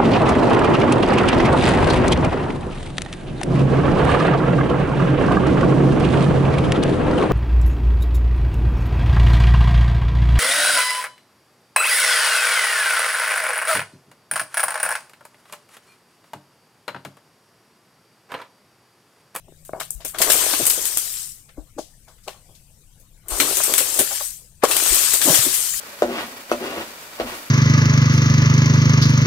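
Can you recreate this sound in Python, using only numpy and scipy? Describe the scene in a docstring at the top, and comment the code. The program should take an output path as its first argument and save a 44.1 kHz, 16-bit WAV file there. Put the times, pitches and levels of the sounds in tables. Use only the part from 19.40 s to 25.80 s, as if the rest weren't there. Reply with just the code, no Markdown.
"""Oil palm harvest

A long pole chisel works in the crown of an oil palm: its blade knocks on woody stalks (noisy blows through damped
resonances), fibres snap (clicks and decaying crackle), and four fronds crash and drag, the last two back to back
(crackle and ringing ticks), with butts thudding and the pole brushing leaves. Behind lie a rumble, a thin hiss of
insects and leaves and a far hum. The left microphone port is louder; the highest peaks clip softly."""
import sys
import numpy as np
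from scipy import signal
from scipy.fft import rfft, irfft, next_fast_len
from scipy.io import wavfile
from scipy.ndimage import uniform_filter1d, map_coordinates

SR = 44100
rng = np.random.default_rng(int(sys.argv[2]) if len(sys.argv) > 2 else 0)


def digitize_waveform(pressure):
    """Quantize a signal to 16-bit integers and store it at the path in sys.argv[1].

    Rows of a 2-D input are taken as channels; values are limited to [-1, 1].
    """
    field = np.atleast_2d(pressure).T
    bounded = np.clip(field, -1, 1)
    quanta = np.round(bounded * 32767).astype(np.int16)
    wavfile.write(sys.argv[1], SR, quanta)


N = 282240

# fronds tearing loose: (start [s], build-up [s], length [s], top level [dB], fade [dB/s], stalk scrape level [dB])
FROND_DRAGS = [(0.802, 0.19, 1.092, -22.5, 13, -30), (3.906, 0.2, 0.99, -25, 6, -35.5),
               (5.287, 0.26, 0.52, -19, 15, -32), (5.823, 0.078, 0.67, -18, 22.5, -37.5)]
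# blade on stalks: (time [s], peak level [dB], contact centre [Hz], chatter t60 [s], floored at 0.005)
BLADE_BLOWS = [(0.083, -40.5, 408, 0.047), (0.123, -39, 550, 0.0093), (0.293, -25, 680, 0.0087),
               (0.334, -16, 580, 0.0041), (0.347, -26.5, 686, 0.26), (0.36, -34, 560, 0.059),
               (0.402, -23, 1390, 0.023), (0.412, -19.5, 1180, 0.033), (0.606, -38.5, 770, 0.11),
               (0.651, -28, 460, 0.062), (0.748, -23.5, 1100, 0.097), (0.803, -19.5, 546, .05),
               (0.820, -17.5, 1490, 0.046), (0.901, -18, 536, 0.06), (1.064, -17.5, 613, 0.021),
               (1.136, -15, 1020, 0.061), (1.202, -16.5, 383, 0.064), (1.378, -27, 535, 0.12),
               (2.177, -36.5, 604, 0.16), (2.384, -19.5, 620, 0.06), (2.392, -19.5, 550, 0.028),
               (2.682, -42.5, 910, 0.16), (2.879, -22, 750, 0.097), (2.944, -42.5, 745, 0.24),
               (3.093, -47.5, 587, 0.2), (4.000, -20.5, 370, 0.33), (4.11, -19, 500, 0.032),
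               (4.203, -14.5, 1170, 0.041), (4.297, -25.5, 463, 0.45), (4.406, -22, 500, 0.06),
               (4.593, -14.5, 467, 0.13), (4.713, -25.5, 980, 0.13), (4.809, -24.5, 800, 0.053),
               (5.237, -1.5, 720, 0.041), (5.737, -26, 595, 0.12), (5.854, -18.5, 360, 0.063),
               (5.878, -10, 610, 0.31), (6.062, -20.5, 342, 0.14)]
# crackle of ribs and woody fibres: (frequency [Hz], relative density [dB])
RIB_SPECTRUM = [(500, -24), (1000, -8), (1600, -4), (2200, -4), (3100, -0.5), (4500, -3.5), (7000, -7.5),
                (14000, -36)]


def fronds():
    """Leaflets slap and hiss, their ribs crackle, and the heavy stalk scrapes down the trunk in slight jerks."""
    # leaflet hiss: (frequency [Hz], relative density [dB])
    leaflet_spectrum = [(1500, -31), (3500, -14), (5500, -8), (7200, -3.5), (8500, 0), (10000, -6),
                        (12000, -4), (15500, -10)]
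    # stalk on trunk: (frequency [Hz], relative density [dB])
    scrape_spectrum = [(50, -14.5), (140, -23), (215, -19), (350, -3), (450, -4), (620, -4.5), (850, -8.5),
                       (1200, -6), (2500, -24)]
    hiss_gain, rib_gain, scrape_gain = drags()
    jerks = amp(0.12 * wobble(40))

    slaps = spread(crackle(rate=840, size_db=4.0, life_s=0.00083, bed_db=6), leaflet_spectrum)
    leaves = amp(4.0) * patchy(slaps, depth_db=3.0)
    leaves += amp(-12.5) * ticks(rate=250, lo_hz=4900, hi_hz=13000, cycles=4.5, size_db=1)

    cracks = spread(crackle(rate=110, size_db=-0.5, life_s=0.0052, bed_db=4.0), RIB_SPECTRUM)
    ribs = amp(1.5) * patchy(cracks, depth_db=2)
    ribs += amp(-11.5) * ticks(rate=270, lo_hz=1730, hi_hz=5500, cycles=5.5, size_db=7.5)

    scrape = amp(2.0) * spread(crackle(rate=130, size_db=-2.0, life_s=0.0072, bed_db=-5), scrape_spectrum)
    return jerks * ((hiss_gain + sway()) * leaves + rib_gain * ribs + scrape_gain * scrape)


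def drags():
    """Gains of hiss, ribs and scrape: each frond gathers speed, slows and comes to rest, stalk first, leaflets last."""
    build_db, onset_db_per_s, settle_db_per_s = 7, 1197, 178
    ribs_db, ribs_grow, ribs_share = -6.5, 1.49, 0.946  # re hiss; power of its speed gain; share of the length
    scrape_hold_s, scrape_grow = 0.071, 2.11  # holds, then fades this many times faster than the hiss
    scrape_onset_db_per_s, scrape_share = 514, 0.79
    brake_s = 0.031  # rounds the knee into the stop
    gains = np.zeros((3, N))
    for start, build, length, db, fade, scrape_db in FROND_DRAGS:
        age = np.arange(N) / SR - start
        after = lambda s: np.maximum(age - s, 0)
        braking = lambda share: brake_s * np.logaddexp(0, (age - share * length) / brake_s)
        gate_db = lambda onset, share: onset * np.minimum(age, 0) - settle_db_per_s * braking(share)
        speed_db = -build_db * np.clip(1 - age / build, 0, 1) - fade * after(build)
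        slowing_db = scrape_grow * fade * after(scrape_hold_s)
        hiss_level = db + speed_db + gate_db(onset_db_per_s, 0.99)
        rib_level = db + ribs_db + ribs_grow * speed_db + gate_db(onset_db_per_s, ribs_share)
        scrape_level = scrape_db - slowing_db + gate_db(scrape_onset_db_per_s, scrape_share)
        gains += amp([hiss_level, rib_level, scrape_level])
    return gains


def sway():
    """Gain of the foliage, stirred alike by every blow and by the end of every drag, its energy dying away."""
    stir_db, fade_db_per_s = -66, 12
    shoves = np.zeros(N)
    for s in [row[0] for row in BLADE_BLOWS] + [row[0] + row[2] for row in FROND_DRAGS]:
        add(shoves, s, np.ones(1))
    energy = signal.lfilter([1], [1, -amp(-fade_db_per_s / SR) ** 2], shoves)
    return amp(stir_db) * np.sqrt(energy)


def snaps():
    """A fibre bundle strains, gives with a sharp click, then splinters in a dying, patchy spray."""
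    # breaks: (time [s], relative level [dB], woody crack re break [dB], click re break [dB])
    breaks = [(0.251, -27.5, -23, 8), (0.4006, -16.5, -10.5, -13), (0.4104, -38, -29, -9),
              (0.5068, -17.5, -60, 24), (0.606, -46, 4.5, -10), (0.6492, -11, -19.5, -5),
              (0.679, -20, -39, -1), (0.7465, -38, 5.5, -4), (0.7864, -9.5, -14, 5), (0.8176, 1, -13, 8),
              (0.901, 1.5, -13.5, 0), (0.92, -1, -17.5, 9), (1.133, -15.5, -4, 4), (1.2552, -6, -24, 15),
              (1.2678, -1.5, -27, 18.5), (1.2994, -2, -23.5, 0), (1.4547, -4, -24, 13.5),
              (1.5733, -4, -22, 20.5), (2.8783, -27.5, -5, -15), (3.8845, -15.5, -25, 11),
              (3.908, -21, -27, 18), (4.0013, 0, -8.5, 11), (4.1714, -3.5, -25, 15), (4.237, -3, -23, 15),
              (4.339, -6, -15.5, 23.5), (4.381, 3, -17, 5), (4.5418, -9, -35, 12), (4.5915, 3.5, -18.5, 4),
              (5.2367, -5, -10.5, -18), (5.3122, -4.5, -9, -17), (5.3673, -4.5, -14, 16),
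              (5.5464, 0, -31, 12), (5.7368, 1, -17.5, -9), (5.8163, -8, -6.5, 6), (5.9444, 2.5, -14, 2),
              (6.142, -3, -21, -8)]
    # splintering: (frequency [Hz], relative density [dB])
    splinter_spectrum = [(2000, -20), (4000, -22.5), (6500, -1), (8500, 7.5), (10000, 3), (12000, 5),
                         (15500, -0.5)]
    t60_at_0_db_s, halving_db = 0.19, 71  # harder breaks end sooner
    lead_s = 0.0012
    (clicks, bright, woody), t = np.zeros((3, N)), np.arange(-SR // 20, SR // 2) / SR
    for s, db, crack_db, click_db in breaks:
        t60_s = t60_at_0_db_s * 2 ** (-db / halving_db)
        click = amp(click_db - 9.5) * swell(t, 0, 0.005)
        spray = amp(-5.5) * swell(t, lead_s, t60_s)
        add(clicks, s + t[0], amp(db) * click)
        add(bright, s + t[0], amp(db) * spray)
        add(woody, s + t[0], amp(db + crack_db) * (click + spray))

    sharp = unit(spread(rng.standard_normal((2, N)), splinter_spectrum))
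    fine = spread(crackle(rate=800, size_db=-2.5, life_s=0.0005, bed_db=-1), splinter_spectrum)
    fine = patchy(fine, depth_db=1.0)
    coarse = spread(crackle(rate=400, size_db=14, life_s=0.00045, bed_db=8), RIB_SPECTRUM)
    coarse = patchy(coarse, depth_db=2.5)
    return amp(-8.0) * clicks * sharp + amp(-7.5) * bright * fine + amp(0.5) * woody * coarse


def knocks(dead_db=-9, chatter=0.2, bandwidth=1.505):
    """The blade scuffs, shoves the stalk and chatters on through its fibres; each contact has its own centre."""
    scuff_share, scuff_max_s = 0.044, 0.0048  # lead-in over t60, and its upper limit
    track, t = np.zeros(N), np.arange(-SR // 20, SR // 4) / SR
    soft = lambda ratio: 1 / (1 + 1j * np.sqrt(2) * ratio - ratio ** 2) ** 2  # wet tissue takes the edge off
    for s, db, centre_hz, t60_s in BLADE_BLOWS:
        scuff_s = min(scuff_share * t60_s, scuff_max_s)
        force = (t == 0) + chatter * rng.standard_normal(len(t)) * swell(t, scuff_s, t60_s)
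        contact = lambda hz: band(hz, centre_hz, 0.95) * soft(hz / (bandwidth * centre_hz))
        blow = filtered(force, lambda hz: contact(hz) * (stalk(hz) + amp(dead_db)))
        add(track, s + t[0], amp(db) * blow / np.abs(blow).max())
    return track


def stalk(hz):
    """The damped resonances of a thick, wet frond base."""
    # modes: (centre [Hz], width [Hz], gain [dB])
    modes = [(364, 87, -7.5), (627, 150, -2.5), (805, 65, -7), (1100, 200, -4), (1550, 440, 0),
             (2190, 53, 11)]
    return sum(amp(db) * band(hz, centre_hz, centre_hz / width_hz) for centre_hz, width_hz, db in modes)


def thuds():
    """A heavy frond butt lands on trunk or ground with a dull, quickly damped swing."""
    # landings: (time [s], relative level [dB], pitch [Hz])
    landings = [(1.134, -21, 300), (1.196, -15, 334), (1.225, -25.5, 144), (2.179, -22, 300),
                (2.365, -29.5, 303), (2.383, -24, 317), (4.002, -17.5, 288), (4.595, -13, 340),
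                (5.238, -16, 370), (5.522, -18.5, 356), (5.874, -11, 284), (5.897, -11.5, 158),
                (5.927, -18, 314), (5.987, -20, 128), (6.062, -19, 274)]
    track = np.zeros(N)
    for s, db, hz in landings:
        add(track, s, push(db - 6.5, hz, life_s=0.005))
    return track


def grove(x, t60_s=0.17):
    """Trunks and leaves scatter a short tail: decaying noise, separate for each side."""
    t = np.arange(SR // 2) / SR
    tail = rng.standard_normal((2, len(t))) * amp(-60 * t / t60_s) * (1 - np.exp(-t / 0.0017))
    return signal.fftconvolve(x[None], tail / np.linalg.norm(tail[0]), axes=1)[:, :N]


def brushes(lead_s=0.0034, sharpness=0.74):
    """The pole grazes single leaves in soft swishes of band-passed noise."""
    # grazes: (time [s], rms level before the envelope [dB], centre [Hz], t60 [s])
    grazes = [(2.093, -47, 1740, 0.083), (2.387, -38.5, 5500, 0.34), (2.684, -52, 4770, 0.22),
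              (2.784, -58, 1380, .08), (2.838, -52, 5940, 0.48), (3.152, -50.5, 4830, 0.18),
              (3.6, -50.5, 10900, 0.19), (5.228, -27, 1520, 0.23)]
    track, t = np.zeros((2, N)), np.arange(-SR // 20, SR // 3) / SR
    for s, db, centre_hz, t60_s in grazes:
        noise = rng.standard_normal((2, len(t)))
        swish = unit(filtered(noise, lambda hz: band(hz, centre_hz, sharpness) ** 2))
        add(track, s + t[0], amp(db) * swish * swell(t, lead_s, t60_s))
    return track


def bumps():
    """Swells of air push the microphone, mostly at its left port."""
    # air pushes: (time [s], relative level [dB])
    air_pushes = [(0.55, -31.5), (2.179, -32), (3.917, -27), (5.505, -26.5)]
    track = np.zeros(N)
    for s, db in air_pushes:
        add(track, s, push(db + 0.5, hz=43.5, life_s=0.012))
    return track * amp([[2], [-12]])


def background(hum_hz=156):
    """Wavering low rumble, a thin patchy hiss of insects and leaves, and a far engine hum that fades and returns."""
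    # hiss: (frequency [Hz], relative density [dB])
    air_spectrum = [(200, -17.5), (500, -2.5), (1000, -9.5), (2500, -8.5), (5000, -11), (8300, -7),
                    (10500, -9), (15500, -14.5)]
    # rumble: (frequency [Hz], relative density [dB])
    rumble_spectrum = [(20, -0.5), (35, 5.5), (55, -5), (80, -4.5), (125, -3.5), (165, -8.5), (200, -13.5),
                       (300, -21.5), (600, -46.5)]
    # hum: (time [s], rms level [dB])
    hum_levels = [(0, -59), (0.75, -58), (1.6, -83), (6.4, -60.5)]
    air_db, rumble_db = -60, -53.5
    t = np.arange(N) / SR
    air = amp(air_db) * patchy(spread(rng.standard_normal((2, N)), air_spectrum), depth_db=5.5)
    rumble = amp(rumble_db + 0.54 * wobble(7)) * spread(rng.standard_normal((2, N)), rumble_spectrum)
    hum_db = np.interp(t, *np.transpose(hum_levels))
    hum = amp(hum_db) * np.sqrt(2) * np.sin(2 * np.pi * hum_hz * t + 0.14 * wobble(2.4))
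    return air + rumble + hum


def crackle(rate, size_db, life_s, bed_db):
    """Tiny contacts of random size (rate per second), each a short noise burst, over a steady bed; rms 1."""
    sizes = amp(size_db * np.minimum(rng.standard_normal(N), 2.5))
    contacts = (rng.random(N) < rate / SR) * sizes
    energy = signal.lfilter([1], [1, -np.exp(-2 / (life_s * SR))], contacts ** 2)
    return unit(np.sqrt(energy / energy.mean() + amp(bed_db) ** 2) * rng.standard_normal((2, N)))


def ticks(rate, lo_hz, hi_hz, cycles, size_db):
    """Single stiff leaflets and ribs flicking, each ringing for a few cycles at its own pitch; rms 1."""
    u = rng.random((int(rate * N / SR), 4))  # columns: time, pitch, size, side
    hz, samples = lo_hz * (hi_hz / lo_hz) ** u[:, 1:2], np.arange(300)
    size = amp(-size_db * np.log(np.maximum(u[:, 2:3], 0.04)))
    rings = size * np.sin(2 * np.pi * hz * samples / SR) * np.exp(-hz * samples / SR / cycles)
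    at = (u[:, :1] * N).astype(int) + samples
    # the two ports catch each flick at different strengths
    sides = 1, np.sqrt(2) * np.cos(2 * np.pi * u[:, 3:])
    return unit(np.array([np.bincount(at.ravel(), (side * rings).ravel(), N)[:N] for side in sides]))


def patchy(x, depth_db):
    """Random gains, smoothed over time and frequency, make the sound patchy; rms 1."""
    z = signal.stft(x, nperseg=512)[2]
    field = rng.standard_normal(z.shape[1:])
    field = uniform_filter1d(uniform_filter1d(field, size=4, axis=0), size=7, axis=1)
    return unit(signal.istft(z * amp(depth_db * unit(field)), nperseg=512)[1][:, :N])


def push(db, hz, life_s):
    """A soft push that swings for only a few cycles."""
    t = np.arange(SR // 4) / SR
    return -amp(db) * t / life_s * np.exp(1 - t / life_s) * np.sin(2 * np.pi * hz * t)


def swell(t, lead_s, t60_s):
    """An exponential lead-in that grows up to t = 0, then a decay; both have a shortest length."""
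    rise = np.exp(np.minimum(t, 0) / max(lead_s, 0.0002))
    return rise * amp(-60 * np.maximum(t, 0) / max(t60_s, 0.005))


def band(hz, centre_hz, sharpness):
    """One damped resonance with a gain of 1 at its centre."""
    return 1j * hz * centre_hz / (sharpness * (centre_hz ** 2 - hz ** 2) + 1j * hz * centre_hz)


def spread(pair, spectrum):
    """Colour two unrelated signals at constant power and blend them into left and right, alike in the bass."""
    # likeness of the two ports: (frequency [Hz], correlation [-1..1])
    likeness = [(40, 1), (150, 1), (600, 0.96), (1400, 0.3), (3100, 0.18), (6500, 0.0059)]
    turn = lambda hz: np.arccos(np.clip(along(likeness, hz), -1, 1)) / 2
    norm = np.sqrt(np.mean(amp(along(spectrum, np.linspace(0, SR / 2, 4096))) ** 2))
    colour = lambda hz: amp(along(spectrum, hz)) / norm
    mid, side = filtered(pair, lambda hz: colour(hz) * [np.cos(turn(hz)), np.sin(turn(hz))])
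    return np.array([mid + side, mid - side])


def amp(db):
    """Decibels to gain."""
    return 10 ** (np.asarray(db) / 20)


def unit(x):
    """Scale to rms 1."""
    return x / np.sqrt(np.mean(x ** 2) + 1e-20)


def along(points, hz):
    """Interpolate (frequency [Hz], value) points on a log frequency axis."""
    f, v = np.transpose(points)
    return np.interp(np.log(hz + 1), np.log(f + 1), v)


def wobble(rate):
    """A smooth random curve, rate knots a second."""
    knots = rng.standard_normal(int(N * rate / SR) + 4)
    return map_coordinates(knots, [np.arange(N) * rate / SR])


def filtered(x, response):
    """Filter x by a complex response of frequency, zero-padded against wrap-around."""
    n = x.shape[-1]
    m = next_fast_len(n + SR // 5)
    return irfft(rfft(x, m) * response(np.fft.rfftfreq(m, 1 / SR)), m)[..., :n]


def add(track, s, sound):
    """Mix a sound into a track at s seconds."""
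    part = track[..., max(round(s * SR), 0):][..., :sound.shape[-1]]
    part += sound[..., :part.shape[-1]]


def scene():
    """All the sources at the two ports."""
    wood = knocks() + thuds()
    return fronds() + snaps() + brushes() + wood + amp(-12.5) * grove(wood) + bumps() + background()


def record(dry):
    """The left port hears more; the highest peaks clip softly; a steep low-pass limits the band."""
    # port imbalance: (frequency [Hz], left minus right [dB])
    left_excess = [(50, 8.7), (200, 5.5), (700, 4.5), (2300, 6.3), (4400, 8.8), (8100, 14.9), (12000, 3.3),
                   (15500, 8.9)]
    top_hz = 15550
    share = lambda hz: 2 / (1 + amp(np.array([-along(left_excess, hz), along(left_excess, hz)])))
    ports = filtered(dry, share)
    clipped = ports / (1 + np.abs(ports) ** 6) ** (1 / 6)
    return filtered(clipped, lambda hz: 1 / np.sqrt(1 + (hz / top_hz) ** 160))


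dry = scene()
out = record(dry)
digitize_waveform(out)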